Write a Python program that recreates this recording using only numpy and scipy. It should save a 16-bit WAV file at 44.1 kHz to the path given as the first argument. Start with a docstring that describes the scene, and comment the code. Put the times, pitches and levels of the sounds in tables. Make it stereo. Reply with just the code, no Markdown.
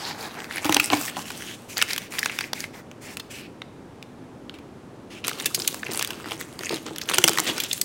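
"""Film hisses and crackles, creases snap, a box knocks: hands pull a foil sachet of drink powder out of a
cardboard box and turn it over, then tug open a plastic mailer bag whose slack wall flaps.
Snaps are noise bursts through ringing facets; sliding film is friction hiss mixed with a swarm of tiny wrinkles;
box and bag are struck modes. A close stereo microphone hears it in a small room with a low hum; peaks clip."""
import sys
import numpy as np
from scipy import signal
from scipy.fft import rfft, irfft, next_fast_len
from scipy.io import wavfile
from scipy.ndimage import map_coordinates

SR = 44100
rng = np.random.default_rng(int(sys.argv[2]) if len(sys.argv) > 2 else 0)


def log_audio(samples):
    """Write samples as a 16-bit WAV file to the path given in sys.argv[1]."""
    # one column per channel
    frames = np.atleast_2d(samples).T
    # limit to full scale, then quantise
    limited = np.clip(frames, -1, 1)
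    pcm = np.round(limited * 32767).astype(np.int16)
    wavfile.write(sys.argv[1], SR, pcm)


N = 345741

# bass, middle and treble of the film: (low edge [Hz], high edge [Hz])
BAND_EDGES = [(130, 1450), (1450, 5300), (5300, 17000)]
BANDS = [signal.butter(3, edges, "band", fs=SR, output="sos") for edges in BAND_EDGES]

# the loudest creases snapping through:
# (time [s], middle level [dB], facet pitch [Hz], bass re middle [dB], treble re middle [dB], force t60 [s])
CREASE_SNAPS = [(0.403, -33.5, 3000, -13, -6, 0.0044), (0.4434, -32.5, 2650, -6, -12, 0.0043),
                (0.5091, -27, 1980, -5, -22, .011), (0.57, -27, 1850, -7, -9, 0.0066),
                (0.581, -25, 2000, -12, -9, 0.017), (0.6454, -22.5, 2610, -4, -4.5, 0.023),
                (0.6542, -27, 1200, -2, 0, 0.013), (0.6943, -20, 2760, -8, -4.5, 0.011),
                (0.724, -17.5, 2160, -10, -1.5, 0.0099), (0.7446, -15.5, 5450, -15, 4, 0.0065),
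                (0.7667, -10.5, 2500, -20, -7, 0.011), (0.7982, -10, 2490, -15, -7.5, 0.025),
                (0.9016, -19.5, 3060, -10, -14, 0.0023), (0.931, -15.5, 2790, -22, -9, 0.029),
                (1.3035, -30, 1530, -3, -7, 0.013), (1.7704, -20, 4370, -10.5, -10, 0.0034),
                (1.7797, -25, 4280, -15, 5, 0.0054), (1.79, -24.5, 1880, -8, -23, 0.0044),
                (1.8155, -14, 2100, -16, -13, 0.013), (1.8238, -11.5, 3080, -10, -3, 0.0077),
                (1.907, -24.5, 4200, -20, -8, 0.016), (1.932, -22.5, 4900, -13, -0.5, 0.011),
                (1.9621, -25, 3230, -17, -3, 0.0059), (1.9789, -21.5, 3010, -11.5, -3, 0.018),
                (2.1849, -19, 2430, -21, -14, 0.024), (2.1906, -24.5, 4420, -14, 4.5, 0.014),
                (2.2297, -18.5, 1680, -16, -13, 0.0089), (2.2585, -18, 2430, -4.5, -5, 0.01),
                (2.2959, -23.5, 2500, -12, -16, 0.033), (2.388, -19.5, 2470, -12, -5.5, 0.0064),
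                (2.408, -22, 2520, -7.5, -8, 0.017), (2.532, -19, 3600, -6.5, -5.5, 0.0084),
                (2.6047, -29, 4740, -29, 0.5, 0.0026), (2.6402, -26.5, 2090, -8.5, -13, 0.01),
                (2.914, -39.5, 2620, -9, -6, 0.0028), (3.17, -25.5, 2730, -10, -3.5, 0.0022),
                (3.197, -27.5, 3520, -13, -5, 0.029), (3.6183, -29.5, 3700, -9, -17, 0.0097),
                (4.0266, -34.5, 3400, -41, -10.5, 0.0038), (4.4954, -32, 3600, -15, -21, 0.0051),
                (4.54, -38.5, 2780, -10, -9.5, 0.11), (4.586, -42, 2370, -23, -10, .03),
                (5.27, -28, 2400, -12, 4, 0.0025), (5.281, -21.5, 2740, -10, 2.5, 0.0022),
                (5.2932, -27, 2220, -15, -1, .014), (5.313, -30.5, 1200, -2, -14, 0.0055),
                (5.399, -26.5, 6100, -14, -4, 0.023), (5.458, -17, 2720, -24, 2.5, 0.042),
                (5.546, -18, 4780, -39, 2, 0.045), (5.599, -24.5, 5100, -13, -1.5, 0.027),
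                (5.619, -24, 5240, -43, -7, 0.016), (5.648, -31, 3000, -12, -10, 0.012),
                (5.676, -16.5, 3100, -47, 4.5, 0.023), (5.744, -31.5, 2220, 0, 4, 0.0054),
                (5.831, -24, 1690, -15, -50, 0.011), (5.9341, -33.5, 3700, -14, 7, 0.0071),
                (5.947, -31.5, 5930, -2, -2, 0.0074), (5.974, -31, 6490, -10, -2, .005),
                (5.993, -25, 6400, -5, 1, 0.014), (6.011, -23.5, 2920, -8.5, -14, 0.0057),
                (6.025, -20, 2550, -12.5, -1.5, 0.0053), (6.0473, -18.5, 3350, -17, -4, 0.0035),
                (6.0745, -31, 4500, -13, 2.5, 0.0031), (6.1052, -24, 2470, -8, -5.5, 0.015),
                (6.3183, -24.5, 2900, -8, -11, 0.013), (6.4052, -37, 2450, -3, 2, 0.034),
                (6.591, -31, 4430, -8.5, -2.5, 0.0061), (6.634, -29.5, 1730, -7, -4, 0.0099),
                (6.693, -23.5, 4700, -23, -8, 0.0083), (6.7426, -28, 4050, -17, -3, .007),
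                (6.9833, -29, 3060, -29, 1, 0.0038), (6.9605, -31, 5460, -25, -2, 0.011),
                (7.014, -24.5, 5500, -34, -5, 0.046), (7.0894, -21, 2980, -15, -8, 0.0032),
                (7.1128, -40.5, 2400, 18, 7, 0.0031), (7.1354, -16, 3050, -10.5, -13, 0.084),
                (7.1576, -26, 2540, -21, -6, 0.0046), (7.183, -12, 2930, -5.5, 1, 0.013),
                (7.24, -5, 3160, -17, -3, 0.015), (7.2777, -14, 5240, -7, 2.5, 0.0098),
                (7.2831, -14, 8200, -9, -1.5, 0.0095), (7.293, -23, 8400, -7, 5, 0.0092),
                (7.318, -26, 4000, -8, -8, .004), (7.3324, -27.5, 2870, -8, 3, 0.012),
                (7.3738, -19.5, 1850, -7.5, -9, 0.0082), (7.385, -16, 3460, -2.5, -5, 0.0073),
                (7.3946, -22, 7460, -5.5, -4.5, 0.011), (7.4003, -24, 7660, -7, 7, 0.0062),
                (7.5802, -26, 6300, -6, 0, 0.0063), (7.601, -17, 3280, -49, -2, 0.035),
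                (7.636, -25.5, 7440, -28, 4.5, .034), (7.712, -19, 3360, -48, -23, 0.019),
                (7.7298, -22.5, 3900, -43, 6, 0.018), (7.778, -32, 3100, -18, -2, .004),
                (7.8137, -20.5, 4600, -29, 9.5, 0.02)]


def snaps(facet_cycles=12, facet_db=-5, attack_s=0.00037, lead_in_db=-17, lead_in_share=0.063,
          tail_db=-26, tail_t60=0.04, sheet_db=-15, sheet_hold=1.34, cut_hz=520, dull_hz=6000,
          octave_db=17, dull_octave_db=7, pan_db=2.0, side_db=-3, left_lead_s=0.00003, lead_spread_s=0.00003):
    """A crease buckles in a quick noise burst with a faint, short lead-in; the facet rings and the sheet shivers on."""
    out, size, lead_s = np.zeros((2, N)), 2048, .005
    t = np.arange(size) / SR - lead_s
    after = np.maximum(t, 0)
    noise = stereo_noise(np.add(FILM_WIDTH, [0, side_db]), size=size * len(CREASE_SNAPS))
    chance = rng.standard_normal((len(CREASE_SNAPS), 5))
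    for k, (crease, (pan, *spread)) in enumerate(zip(CREASE_SNAPS, chance)):
        s, db, hz, low_db, treble_db, t60 = crease
        fade = undb(-60 * after / t60) + undb(tail_db - 60 * after / tail_t60)
        buckle = fade * (1 - np.exp(-after / attack_s))
        lead_in = undb(lead_in_db) * np.exp(-abs(t) / (lead_in_share * t60))
        crack = noise[:, k * size:(k + 1) * size] * (buckle + lead_in)

        # neighbouring stretches of film ring on at scattered pitches
        sheet = sum(ring(crack, hz * 2 ** (0.33 + 0.93 * z), sheet_hold * t60) for z in spread)
        # the softer the fold, the more of its sound is the ring of the facet
        facet_gain = undb(facet_db - 0.2 * min(treble_db, 0))
        facet = facet_gain * ring(crack, hz, facet_cycles / hz)
        crack = crack + facet + undb(sheet_db) * sheet

        # a small facet radiates little bass, a soft fold little treble
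        low_hz = cut_hz * 2 ** (-low_db / octave_db)
        high_hz = dull_hz * 2 ** (treble_db / dull_octave_db)
        crack = radiate(crack, low_hz, high_hz)
        band_levels = (db + low_db, db, db + treble_db)
        snap = sum(burst(signal.sosfilt(band, crack), level) for band, level in zip(BANDS, band_levels))

        # a snap further left is both earlier and louder there
        placed = apart(snap, left_lead_s + lead_spread_s * pan)
        add(out, s - lead_s, placed * undb(pan_db * pan * np.array([[.5], [-.5]])))
    return out


# strokes of the sachet over card and fingers; the long quiet ones are the film shifting in the grip:
# (start time [s], length [s], middle level before trim [dB], bass re middle [dB], treble re middle [dB])
SACHET_STROKES = [(-0.02, 0.13, -35.5, -6, -11.5), (0.0, 1.24, -45, -1, -4.5),
                  (0.055, 0.066, -35.5, -5, -12.5), (0.17, 0.11, -38.5, -1, -5),
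                  (0.36, 0.063, -42, 2.5, -22), (0.495, 0.11, -31.5, -10, -10), (0.62, 0.17, -29, -5, -7.5),
                  (0.8, 0.083, -37.5, -28, 5.5), (0.9, 0.11, -30.5, -5, -3.5), (1.0, 0.1, -33, -20, -1),
                  (1.14, 0.79, -57, -2, 0.5), (1.15, 0.077, -41, 0, 0), (1.24, 0.31, -40.5, -15, -2),
                  (1.68, 0.068, -42.5, -12, 3), (1.755, 0.082, -30.5, -12, -7), (1.87, 0.077, -31, -18, -4),
                  (1.98, 0.087, -41, -11, -6), (2.1, 0.18, -38, -8, -0.5), (2.3, 0.17, -38.5, -15, -4.5),
                  (2.54, 0.11, -38, -18, -4.5), (2.725, 0.074, -43.5, -3.5, -8),
                  (3.005, 0.14, -45, -7, -1.5), (3.295, 0.12, -42, -25, -4.5), (3.335, 0.13, -44, -27, -16)]
# smooth sliding against crumpling: (time [s], friction hiss re crackle level [dB])
SACHET_HISS = [(.3, 6.5), (.55, -6.5), (1.0, 2), (1.7, 4.5), (1.85, -1), (2.45, 1.5), (3.0, 16)]
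# tone colour of the foil: (frequency [Hz], level [dB])
SACHET_TONE = [(200, -7.5), (400, -3.5), (560, -8.5), (820, -1.5), (1300, -6), (1800, -1), (2500, -1),
               (3600, -4.5), (5500, -7.5), (8500, -10), (12000, -14.5), (15500, -16)]
# pitch of the stretch of foil being flexed: (time [s], pitch [Hz])
SACHET_PITCH = [(0.0, 4700), (0.3, 4130), (0.4, 2010), (1.53, 3400), (1.8, 2120), (3.1, 2240), (3.33, 2700),
                (3.47, 2450)]


def sachet():
    """Stiff foil slides out of the box and through the fingers, hissing and crackling with each stroke."""
    sheet = film_noise(SACHET_HISS, SACHET_TONE, wrinkles_per_s=340, spread_db=6.5, wrinkle_s=0.00039,
                       crisp_db=-0.5, patchy_db=2.5)
    strokes = effort(SACHET_STROKES, attack_s=.018, release_s=.012, swell_db=3.5)
    flexed = flex(sheet, SACHET_PITCH, lift_db=6, octaves=.27)
    return rustle(flexed, strokes, flutter_db=2, gain_db=2.06)


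# tugs at the mailer:
# (start time [s], length [s], middle level before trim [dB], bass re middle [dB], treble re middle [dB])
MAILER_TUGS = [(5.1, 0.086, -45, -9, -10.5), (5.24, 0.06, -34, -4, -5.5), (5.25, 2, -50, 0, -1.5),
               (5.32, 0.12, -38.5, -4.5, -5.5), (5.45, 0.27, -44, -11, -2), (5.58, 0.075, -40.5, 0, 3),
               (5.67, 0.1, -42.5, 0.5, 2.5), (5.85, 0.19, -35.5, -7, -12), (5.905, 0.1, -38, -0.5, 4),
               (6.08, 0.12, -41.5, -1, -8), (6.255, 0.078, -38, -4.5, -5), (6.39, 0.018, -35, -7, -3),
               (6.6, 0.07, -37.5, -4.5, -4), (6.705, 0.057, -28.5, -7, -9.5), (6.855, 0.024, -34, 2.5, -11),
               (6.92, 0.19, -45, -2, -12), (7.08, 0.097, -31, -1, -1), (7.19, 0.396, -36, -3.5, -2),
               (7.463, 0.037, -25, -3, -6), (7.56, 0.1, -35.5, -8, -9), (7.68, 0.098, -41.5, -13, 2)]
# smooth sliding against crumpling: (time [s], friction hiss re crackle level [dB])
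MAILER_HISS = [(5.18, 9), (5.25, -4), (6.0, -4), (6.5, -1.5), (7.1, -6), (7.48, 0.5), (7.7, 3)]
# tone colour of the plastic: (frequency [Hz], level [dB])
MAILER_TONE = [(150, -2.5), (310, 10), (430, 7.5), (650, -1), (1100, -2), (1900, -1), (3200, -2.5),
               (4500, -5.5), (6500, -1.5), (9000, -3.5), (13000, -10), (15500, -11.5)]
# pitch of the stretch of plastic being flexed: (time [s], pitch [Hz])
MAILER_PITCH = [(5.1, 2400), (5.6, 4120), (5.85, 2500), (6.64, 2140), (6.72, 3070), (7.35, 2760),
                (7.65, 3600)]


def mailer():
    """Thin plastic crumples with every tug, its flexed stretch lifting a broad moving band."""
    sheet = film_noise(MAILER_HISS, MAILER_TONE, wrinkles_per_s=280, spread_db=6, wrinkle_s=.0004,
                       crisp_db=2, patchy_db=2.5)
    tugs = effort(MAILER_TUGS, attack_s=0.0074, release_s=0.02, swell_db=-1.0)
    flexed = flex(sheet, MAILER_PITCH, lift_db=6.5, octaves=0.62)
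    return rustle(flexed, tugs, flutter_db=1.64, gain_db=0.86)


# width of the film sound: (frequency [Hz], side re mid level [dB])
FILM_WIDTH = [(250, -20.5), (1000, -10), (2200, -7), (4500, -0.5), (12000, -1.1)]


def film_noise(sliding, film, wrinkles_per_s, spread_db, wrinkle_s, crisp_db, patchy_db):
    """Sliding film: smooth friction hiss under a swarm of tiny wrinkles of very unequal size."""
    noise = stereo_noise(FILM_WIDTH, size=N)
    sizes = undb(spread_db * np.minimum(rng.exponential(size=N), 2.5))
    wrinkles = (rng.random(N) < wrinkles_per_s / SR) * sizes ** 2
    power = signal.lfilter([1], [1, -np.exp(-2 / (wrinkle_s * SR))], wrinkles)
    # every wrinkle has a pitch of its own and little bass, while the hiss changes colour slowly
    crackle = radiate(noise * np.sqrt(power), low_hz=483, high_hz=18000)
    crackle = patchy(crackle, depth_db=7, per_s=79, per_octave=2.66)
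    crackle = colour(unit(crackle), [(4000, 0.0055), (14000, crisp_db)])
    slide = undb(np.interp(np.arange(N) / SR, *np.transpose(sliding)))
    hiss = noise[:, ::-1]  # played backwards, so it does not follow the crackle
    contact = (crackle + slide * hiss) / np.hypot(1, slide)
    return colour(patchy(contact, patchy_db, per_s=12, per_octave=7.06), film)


def effort(strokes, attack_s, release_s, swell_db):
    """Each stroke takes hold, swells mid-way (dips if swell_db < 0), then dies away; gains for three bands."""
    t, power = np.arange(N) / SR, np.zeros((3, N))
    for start, length, db, low_db, treble_db in strokes:
        since = t - start
        grip = np.clip(since / attack_s, 0, 1) * np.exp(-np.clip((since - length) / release_s, 0, 20))
        off_middle = 2 * np.clip(since / length, 0, 1) - 1
        middle = grip * undb(db - swell_db * off_middle ** 2)
        power += np.outer(undb([low_db, 0, treble_db]), middle) ** 2
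    return np.sqrt(power)


def flex(x, pitch, lift_db, octaves):
    """The flexed stretch of film lifts the rustle around its own moving pitch."""
    f, t, spectrum = signal.stft(x, SR, nperseg=256)
    away = np.log2((f[:, None] + 1) / np.interp(t, *np.transpose(pitch))) / octaves
    return signal.istft(spectrum * undb(lift_db * np.exp(-away ** 2)), SR)[1][:, :x.shape[1]]


def rustle(sheet, gains, flutter_db, gain_db):
    """The hands' effort drives bass, middle and treble of the film, each with a quick flutter."""
    out = 0
    for band, gain in zip(BANDS, gains):
        flutter = undb(gain_db + flutter_db * walk(45, size=N))
        out = out + unit(signal.sosfilt(band, sheet)) * gain * flutter
    return out


def patchy(x, depth_db, per_s, per_octave):
    """A flexing sheet keeps changing shape, so its resonances swell, shift and vanish."""
    f, t, spectrum = signal.stft(x, SR, nperseg=256)
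    octave = np.log2(1 + f / 500)
    field = rng.standard_normal((96, 256))
    where = np.meshgrid(octave * per_octave, t * per_s, indexing="ij")
    db = depth_db * map_coordinates(field, where, order=1, mode="wrap")
    return signal.istft(spectrum * undb(db), SR)[1][:, :x.shape[1]]


# knocks on the box: (time [s], air boom level before trim [dB], panel clack level [dB])
BOX_KNOCKS = [(0.652, -21.5, -24.5), (0.694, -18, -16.5), (0.765, -21.5, -17), (0.905, -31, -26.5),
              (0.924, -25.5, -22.5), (0.932, -17.5, -13.5), (1.168, -38, -24.5), (1.18, -33, -30)]
# modes of the air inside the box: (frequency [Hz], relative level [dB], t60 [s])
BOX_AIR_MODES = [(113, -12, 0.049), (210, -20, 0.093), (302, 3, 0.12)]
# modes of the card panels: (frequency [Hz], relative level [dB], t60 [s])
BOX_PANEL_MODES = [(737, -9.5, 0.04), (818, 17.5, 0.03), (963, 12.5, 0.034), (1050, 1, 0.12)]


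def box(air_trim_db=4.0, contact_s=0.0051):
    """The sachet catches on the opening: the panels clack and the air inside booms."""
    out = np.zeros((2, N))
    for s, boom_db, clack_db in BOX_KNOCKS:
        boom = burst(blow(BOX_AIR_MODES, contact_s), boom_db + air_trim_db)
        clack = burst(blow(BOX_PANEL_MODES, contact_s), clack_db)
        add(out, s, boom + clack)
    return out


# the slack bag flapping: (time [s], level before wall and air trims [dB])
BAG_FLAPS = [(5.454, -36), (5.577, -35), (5.89, -34.5), (6.315, -36), (6.706, -29.5), (6.726, -28),
             (6.908, -35), (7.184, -26), (7.241, -22.5), (7.293, -26), (7.384, -30), (7.42, -41),
             (7.491, -35.5)]
# modes of the bag's wall: (frequency [Hz], relative level [dB], t60 [s])
BAG_WALL_MODES = [(153, -8.5, 0.037), (263, -9, 0.027), (425, -0.5, 0.048), (830, -5.5, 0.015)]


def bag(wall_trim_db=4.5, push_s=0.0045, air_trim_db=3.0, air_hz=308, squeeze=0.28, settle_s=0.016, air_t60=0.14):
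    """The slack wall of the mailer flaps; the air inside hoots on, its pitch sinking as the bag bellies out."""
    out, t = np.zeros((2, N)), np.arange(SR // 3) / SR
    for s, db in BAG_FLAPS:
        rest_hz = air_hz * (1 + 0.027 * rng.standard_normal())
        hz = rest_hz * (1 + squeeze * np.exp(-t / settle_s))
        swell = (1 - np.exp(-t / push_s)) * np.exp(-np.log(1000) * t / air_t60)
        air = np.sin(2 * np.pi * np.cumsum(hz) / SR) * swell
        wall = burst(blow(BAG_WALL_MODES, push_s), db + wall_trim_db)
        add(out, s, wall + burst(air[None], db + air_trim_db))
    return out


def blow(modes, contact_s):
    """A scraping push sets a set of modes ringing, each a little differently every time."""
    t = np.arange(SR // 3) / SR
    out = 0
    for hz, db, t60 in modes:
        push = rng.standard_normal(len(t)) * np.exp(-t / contact_s) / np.sqrt(contact_s * SR / 2)
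        push[0] += 1
        mode = ring(push, hz * (1 + 0.0039 * rng.standard_normal()), t60)
        # soft contact: nothing much far from the mode
        mode = signal.sosfilt(signal.butter(2, [hz / 2, 2 * hz], "band", fs=SR, output="sos"), mode)
        out = out + burst(mode[None], db)
    return out * undb(np.array([[.7], [-.7]]))  # slightly left


def room(x, wet_db=-19, t60=0.55, gap_s=0.0085):
    """Short, soft reflections from the table and the walls: a gap, then decaying noise with a darker tone."""
    t = np.arange(SR // 3) / SR
    tail = stereo_noise(FILM_WIDTH, size=len(t)) * np.exp(-np.log(1000) * t / t60) * (t > gap_s)
    tail = tail / np.sqrt(np.sum(tail ** 2) / 2)
    tail = colour(tail, [(300, 12.1), (3000, 4.4), (14000, 0.78)])
    return x + undb(wet_db) * signal.oaconvolve(x, tail, axes=1)[:, :N]


# tone of the room hum: (frequency [Hz], relative level per Hz [dB])
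HUM_TONE = [(20, -3), (45, -13.5), (65, -12.5), (110, -4), (160, -5.5), (250, -2.5), (400, -7), (600, -13),
            (1100, -19), (2000, -27), (4500, -36), (9300, -41), (15500, -54)]
# width of the room hum: (frequency [Hz], side re mid level [dB])
HUM_WIDTH = [(70, -16.5), (250, -17.5), (1000, -2), (4000, 2), (12000, 0)]


def hum(level_db=-42.5):
    """Steady low rush of the room: coloured noise, a touch louder on the left."""
    rush = unit(colour(stereo_noise(HUM_WIDTH, size=N), HUM_TONE))
    return rush * undb(level_db + np.array([[.6], [-.6]]))


def undb(db):
    """Decibels to gain."""
    return 10 ** (np.asarray(db) / 20)


def unit(x):
    """Scale to rms 1."""
    return x / np.sqrt(np.mean(x ** 2))


def burst(x, db):
    """Scale a short sound to the energy of 5 ms at this level."""
    return x * undb(db) / np.sqrt(np.sum(x ** 2) / len(x) / (.005 * SR))


def add(out, s, x):
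    """Mix x in at time s."""
    i = int(s * SR)
    out[:, i:i + x.shape[1]] += x[:, :N - i]


def colour(x, points):
    """Filter by a smooth (frequency [Hz], level [dB]) curve."""
    hz, db = np.transpose(points)
    size = next_fast_len(x.shape[-1])
    f = np.maximum(np.arange(size // 2 + 1) * SR / size, 1)
    gain = undb(np.interp(np.log(f), np.log(hz), db))
    return irfft(rfft(x, size) * gain, size)[..., :x.shape[-1]]


def stereo_noise(side_points, size):
    """White mid noise plus side noise whose (frequency [Hz], level [dB]) curve sets how wide each pitch sounds."""
    mid, side = rng.standard_normal((2, size))
    side = colour(side, side_points)
    return unit(np.array([mid + side, mid - side]))


def ring(x, hz, t60):
    """One damped mode; its impulse response has about unit energy."""
    r = np.exp(-np.log(1000) / (t60 * SR))
    pole = r * np.exp(2j * np.pi * min(hz, SR / 2) / SR)
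    return signal.lfilter([np.sqrt(2 * (1 - r * r))], [1, -pole], x).real


def radiate(x, low_hz, high_hz):
    """Two gentle high-pass stages and one gentle low-pass."""
    r, q = np.exp(-2 * np.pi * np.array([low_hz, high_hz]) / SR)
    return signal.sosfilt([[1, -2, 1, 1, -2 * r, r * r], [1 - q, 0, 0, 1, -q, 0]], x)


def walk(rate, size):
    """Random values, rate of them a second, joined by straight lines; spread near 1."""
    knots = rng.standard_normal(1024)
    return np.interp(np.arange(size) * rate / SR, np.arange(len(knots)), knots)


def apart(x, lead_s):
    """The sound reaches the left capsule this much before the right one."""
    turn = np.exp(1j * np.pi * np.fft.rfftfreq(x.shape[1]) * SR * lead_s)
    return irfft(rfft(x) * np.array([turn, turn.conj()]))


def scene():
    """Sachet and box first, then the mailer, all in the same room."""
    return room(snaps() + sachet() + mailer() + box() + bag()) + hum()


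def record(dry, low_cut_hz=55, top_hz=15900):
    """The hardest snaps clip; the deepest bass and the top are cut."""
    clipped = np.clip(dry, -1, 1)
    clipped = signal.sosfilt(signal.butter(2, low_cut_hz, "high", fs=SR, output="sos"), clipped)
    return signal.sosfilt(signal.ellip(10, .2, 70, top_hz, fs=SR, output="sos"), clipped)


dry = scene()
out = record(dry)
log_audio(out)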